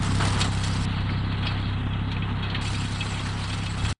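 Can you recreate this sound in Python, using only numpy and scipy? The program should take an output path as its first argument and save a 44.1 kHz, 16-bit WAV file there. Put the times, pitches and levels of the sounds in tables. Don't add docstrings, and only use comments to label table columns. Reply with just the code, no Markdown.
import sys
import numpy as np
from scipy import signal
from scipy.fft import rfft, irfft
from scipy.io import wavfile
from scipy.ndimage import uniform_filter1d

SR = 44100
rng = np.random.default_rng(int(sys.argv[2]) if len(sys.argv) > 2 else 0)


def log_audio(samples):
    frames = np.atleast_2d(samples).T
    limited = np.clip(frames, -1, 1)
    pcm = np.round(limited * 32767).astype(np.int16)
    wavfile.write(sys.argv[1], SR, pcm)


N = 176400
T = np.arange(N) / SR
HZ = np.fft.rfftfreq(N, 1 / SR)

# time_s, level_db
VEHICLE_LEVEL = [(0, -24.5), (.25, -24), (.55, -26), (1.15, -26.5), (1.9, -27), (2.7, -28.5), (3.2, -30),
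                 (3.9, -29.5)]
# time_s, level_db
BITE_LEVEL = [(0, -46.5), (.05, -40), (.12, -39.5), (.21, -37.5), (.28, -35.5), (.32, -39.5), (.42, -32),
              (.48, -40), (.59, -41.5), (.65, -35.5), (.72, -38), (.98, -38.5), (1.22, -40.5),
              (1.36, -41.5), (1.48, -34), (1.62, -39.5), (1.83, -41.5), (2.15, -42.5), (2.36, -41),
              (2.45, -41), (2.68, -35.5), (2.95, -37.5), (3.07, -36), (3.27, -36.5), (3.35, -39.5),
              (3.39, -35), (3.55, -35), (3.62, -37), (3.67, -34.5), (3.76, -38.5), (3.86, -37)]
# time_s, lift_db
SNOW_BRIGHTNESS = [(0, 6), (.8, 2.5), (2.7, 0), (3.1, -1), (3.75, -3), (3.9, 3)]


def engine():
    # time_s, firing_rate_hz
    speed = [(0, 33.47), (.3, 33.25), (.7, 33.12), (.85, 32.85), (1.0, 33.12), (1.3, 33.33), (1.8, 33.48),
             (2.48, 33.48), (2.6, 34.15), (2.73, 33.47), (2.88, 33.75), (3.05, 33.47), (3.9, 33.5)]
    # frequency_hz, gain_db
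    puff_colour = [(30, -15), (90, -4), (118, 2.5), (140, -7), (205, -7), (245, 3.5), (300, -6),
                   (380, -19.5), (600, -28.5), (1200, -58)]
    start_cycles, intake_lag_cycles, intake_db = 0.92, 0.65, -3
    jitter_s, boom_scatter_db = 0.0001, 0.55
    puff_db, puff_scatter_db, puff_decay_s = -11.5, 1.1, 0.0068
    rate = curve(speed)
    fired = np.flatnonzero(np.diff(np.floor(np.cumsum(rate) / SR + start_cycles)))
    late, size, gust, gulp = rng.standard_normal((len(fired), 4)).T
    jittered = np.clip(fired + np.round(late * jitter_s * SR).astype(int), 0, N - 1)
    intakes = np.minimum(fired + (intake_lag_cycles * SR / rate[fired]).astype(int), N - 1)
    firings, gusts = np.zeros((2, N))
    firings[jittered] = amp(boom_scatter_db * size)
    gusts[fired] = amp(puff_scatter_db * gust)
    gusts[intakes] = amp(intake_db + puff_scatter_db * gulp)
    boom = unit(signal.fftconvolve(firings, silencer_pulse(rate.mean()))[:N])
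    puffs = colour(noise_bursts(gusts, puff_decay_s), puff_colour)
    return amp(curve(VEHICLE_LEVEL)) * (boom + amp(puff_db) * puffs)


def silencer_pulse(firing_hz):
    # multiple_of_firing_rate, gain_db
    exhaust_colour = [(1, -5.5), (2, -3), (3, 3), (4, -4.5), (5, -3.5), (6, -11.5), (7, -11.5), (8, -19),
                      (9, -21.5), (10, -30.5), (12, -35), (14, -29.5)]
    chamber_hz, chamber_width_hz = 114.8, 24
    hz = np.fft.fftfreq(16384, 1 / SR)
    order = abs(hz) / firing_hz
    chamber = np.exp(-2j * np.arctan2(hz * chamber_width_hz, chamber_hz ** 2 - hz ** 2))
    gain = gains(exhaust_colour, order) * np.minimum(order, 1) ** 2 / (1 + (order / 16) ** 8)
    minimum_phase = np.exp(np.conj(signal.hilbert(np.log(gain + 1e-5))))
    return -np.fft.ifft(chamber * minimum_phase).real[:8192]


def scrape():
    # frequency_hz, gain_db
    grind_colour = [(150, -0.5), (330, -1), (450, -1), (570, -8.5), (700, -2), (860, 1), (1050, -0.5),
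                    (1280, 0.5), (1700, -5), (2050, -4), (2350, -15), (3200, -9), (6000, -48)]
    # time_s, level_db
    grind_level = [(0, -37), (.06, -33), (.19, -36), (.205, -26.5), (.27, -29), (.31, -33.5), (.36, -30),
                   (.44, -30), (.51, -38), (.7, -35), (.8, -37.5), (1.38, -38.5), (1.5, -35), (1.6, -39),
                   (1.95, -39.5), (2.56, -36), (2.95, -39.5), (3.05, -36.5), (3.8, -39), (3.87, -36)]
    # frequency_hz, gain_db
    hiss_colour = [(800, -17.5), (2000, -2.5), (2350, 1), (2620, 0.5), (2950, 2.5), (3330, -3),
                   (3650, -0.5), (4100, 2), (5000, -5.5), (6000, -8), (6950, -14), (7500, -4),
                   (9600, -13.5), (10300, -20), (11000, -52.5)]
    chatter_hz, grind_chatter_db, hiss_chatter_db = 43.7, 1.04, 1.4
    hiss_trim_db, treble_hz = -3.5, 3850
    rattles_per_s, rattle_db, spots = 47, -46.5, 6
    chatter = wander(chatter_hz)
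    packed, loose = crumbs(), patchy(crumbs())
    grind = colour(packed, grind_colour) * amp(curve(grind_level) + grind_chatter_db * chatter)
    hiss = colour(loose, hiss_colour) * amp(curve(BITE_LEVEL) + hiss_trim_db + hiss_chatter_db * chatter)
    top = irfft(rfft(hiss) * (1 - 1 / (1 + (HZ / treble_hz) ** 8)), N)
    hiss += top * (amp(curve(SNOW_BRIGHTNESS)) - 1)
    rattle = sum(blade_ring(clicks(rattles_per_s / spots, spread_db=2)) for _ in range(spots))
    return grind + hiss + amp(rattle_db) * unit(rattle)


def crumbs(per_s=2500, power_share=0.24):
    grains = unit(clicks(per_s, spread_db=1))
    return np.sqrt(power_share) * grains + np.sqrt(1 - power_share) * rng.standard_normal(N)


def ice_knocks():
    # start_s, level_db, decay_s, centre_hz, ring_db
    hits = [(0.202, -28, 0.0078, 1400, -14), (0.411, -19, 0.0074, 3700, -5),
            (0.637, -29.5, 0.0093, 4400, -9), (1.092, -28.5, 0.0073, 1880, -11),
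            (1.426, -34, 0.02, 3000, -6), (1.467, -23.5, 0.0086, 3200, -12),
            (1.933, -32, 0.0083, 2900, -11), (2.115, -29, 0.015, 3800, -15),
            (2.165, -28.5, 0.0034, 2520, -5), (2.221, -26.5, 0.0037, 2530, -4),
            (2.425, -34, 0.024, 2740, -3.5), (2.499, -27.5, 0.0079, 4030, -11),
            (2.545, -26, 0.017, 2440, -15), (2.612, -36, 0.0064, 2600, 0), (2.652, -30, 0.0051, 2320, -6),
            (2.745, -34, 0.007, 2580, 1.5), (2.85, -36, .009, 2650, 0.5), (3.007, -22, 0.0037, 3150, 1),
            (3.14, -34, 0.0039, 2600, 2.5), (3.19, -35, 0.0046, 3400, 2.5),
            (3.498, -34.5, 0.0074, 2550, -1), (3.531, -32, .006, 2950, -8), (3.66, -29, 0.0074, 3180, -5.5),
            (3.847, -31.5, 0.016, 2550, -4.5)]
    attack_s, crunch_db = 0.0018, -4.5
    out, t = np.zeros(N + SR), T[:SR // 4]
    hz = np.fft.rfftfreq(len(t), 1 / SR)
    for start_s, level_db, decay_s, centre_hz, ring_db in hits:
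        envelope = (1 - np.exp(-t / attack_s)) * np.exp(-t / decay_s) * 2
        width_octaves = 0.17 + 34 * decay_s
        band = 1 / (1 + (np.log2((hz + 1) / centre_hz) / width_octaves) ** 4) ** .5
        crunch = irfft(rfft(envelope * rng.standard_normal(len(t))) * band, len(t))
        clank = amp(crunch_db) * unit(crunch) + amp(ring_db) * unit(blade_ring(crunch))
        out[round(start_s * SR):][:len(t)] += amp(level_db) * np.sqrt(np.mean(envelope ** 2)) * clank
    return out[:N]


def blade_ring(strike, spot_scatter_db=1, detune=0.005):
    # pitch_hz, level_db, t60_s
    modes = [(870, -9, .054), (1324, -3, 0.089), (1525, 1.5, 0.096), (1943, -5, 0.065), (2605, 3, 0.1),
             (3320, -8.5, 0.046), (3327, 6, 0.059), (3775, 0, 0.054), (4350, -2.5, 0.058), (4610, 2, 0.039)]
    t = T[:SR // 8]
    spot_db = spot_scatter_db * rng.standard_normal(len(modes))
    body = np.zeros(len(t))
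    for (pitch_hz, level_db, t60_s), lift_db in zip(modes, spot_db):
        loaded_hz = pitch_hz * (1 + detune * rng.standard_normal())
        body += amp(level_db + lift_db - 60 * t / t60_s) * np.sin(2 * np.pi * loaded_hz * t)
    return signal.fftconvolve(strike, body / np.linalg.norm(body))[:len(strike)]


def crust_crackle(snaps_per_s=110, decay_s=0.0058, trim_db=-10.5):
    # frequency_hz, gain_db
    snap_colour = [(600, -3), (2000, 0.5), (4200, 4), (5800, -4), (7000, -2.5), (7800, -5.5), (9700, -0.5),
                   (11000, -27)]
    snaps = noise_bursts(abs(clicks(snaps_per_s, spread_db=-3.5)), decay_s)
    return colour(snaps, snap_colour) * amp(curve(BITE_LEVEL) + 2 * curve(SNOW_BRIGHTNESS) + trim_db)


def thumps(pitch_hz=86.4, rise_s=0.0048):
    # start_s, level_db
    bumps = [(3.836, -18), (3.864, -26), (3.901, -16.5)]
    out = np.zeros(N)
    for start_s, level_db in bumps:
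        t = np.maximum(T - start_s, 0)
        envelope = t / rise_s * np.exp(1 - t / rise_s)
        out -= amp(level_db) * envelope * np.sin(2 * np.pi * pitch_hz * t)
    return out


def tyres(below_drone_db=13):
    # frequency_hz, gain_db
    rumble_colour = [(10, -11.5), (25, -7), (45, -1.5), (70, -5.5), (180, 1.5), (220, -8), (400, -31.5),
                     (600, -27.5), (1500, -52)]
    return amp(curve(VEHICLE_LEVEL) - below_drone_db) * colour(rng.standard_normal(N), rumble_colour)


def amp(db):
    return 10 ** (np.asarray(db) / 20)


def unit(x):
    return x / np.sqrt(np.mean(x ** 2) + 1e-20)


def curve(points, times=T):
    return np.interp(times, *np.transpose(points))


def gains(points, hz):
    f, db = np.transpose(points)
    return amp(np.interp(np.log(hz + 1), np.log(f + 1), db))


def colour(x, points):
    return unit(irfft(rfft(x) * gains(points, HZ), N))


def wander(hz):
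    slope = HZ / (HZ + 3) / (1 + (HZ / hz) ** 4) / np.sqrt(HZ + 8)
    return unit(irfft(rfft(rng.standard_normal(N)) * slope, N))


def clicks(per_s, spread_db):
    ticks = (rng.random(N) < per_s / SR) * rng.choice([-1, 1], N)
    return ticks * amp(spread_db * np.minimum(rng.exponential(1, N), 4))


def noise_bursts(triggers, decay_s):
    envelope = signal.lfilter([1], [1, -np.exp(-1 / (decay_s * SR))], triggers)
    return envelope * rng.standard_normal(N)


def patchy(x, depth_db=3):
    spectra = signal.stft(x, nperseg=256)[2]
    patches = uniform_filter1d(rng.standard_normal(spectra.shape), size=4, axis=0)
    patches = uniform_filter1d(patches, size=7, axis=1)
    return signal.istft(spectra * amp(depth_db * unit(patches)), nperseg=256)[1][:N]


def scene():
    return (engine() + tyres() + scrape() + crust_crackle() + ice_knocks() + thumps())[None]


def record(dry):
    # time_s, cutoff_hz
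    muffle_edge = [(.9, 4330), (1.1, 4720), (1.45, 4260), (1.475, 5400), (1.505, 4600), (1.65, 4580),
                   (1.85, 3650), (2.12, 4370), (2.3, 3980), (2.5, 4460)]
    muffle_from_s, muffle_to_s, muffle_db = 0.855, 2.61, -19.5
    floor_db, top_hz = -69, 10850
    stop_s, drop_db, fade_db_per_s = 3.928, -30.5, 710
    hz, t, spectra = signal.stft(dry, SR, nperseg=256)
    lows = 1 / (1 + (hz[:, None] / curve(muffle_edge, t)) ** 30)
    muffled = (t > muffle_from_s) & (t < muffle_to_s)
    sound = signal.istft(spectra * (lows + (1 - lows) * amp(muffle_db * muffled)), SR)[1][:, :N]
    sound += amp(floor_db) * rng.standard_normal(N)
    sound *= amp((T > stop_s) * (drop_db - fade_db_per_s * (T - stop_s)))
    lowpass = signal.firwin(255, top_hz, window=("kaiser", 9), fs=SR)
    return signal.oaconvolve(sound, lowpass[None], "same")


dry = scene()
out = record(dry)
log_audio(out)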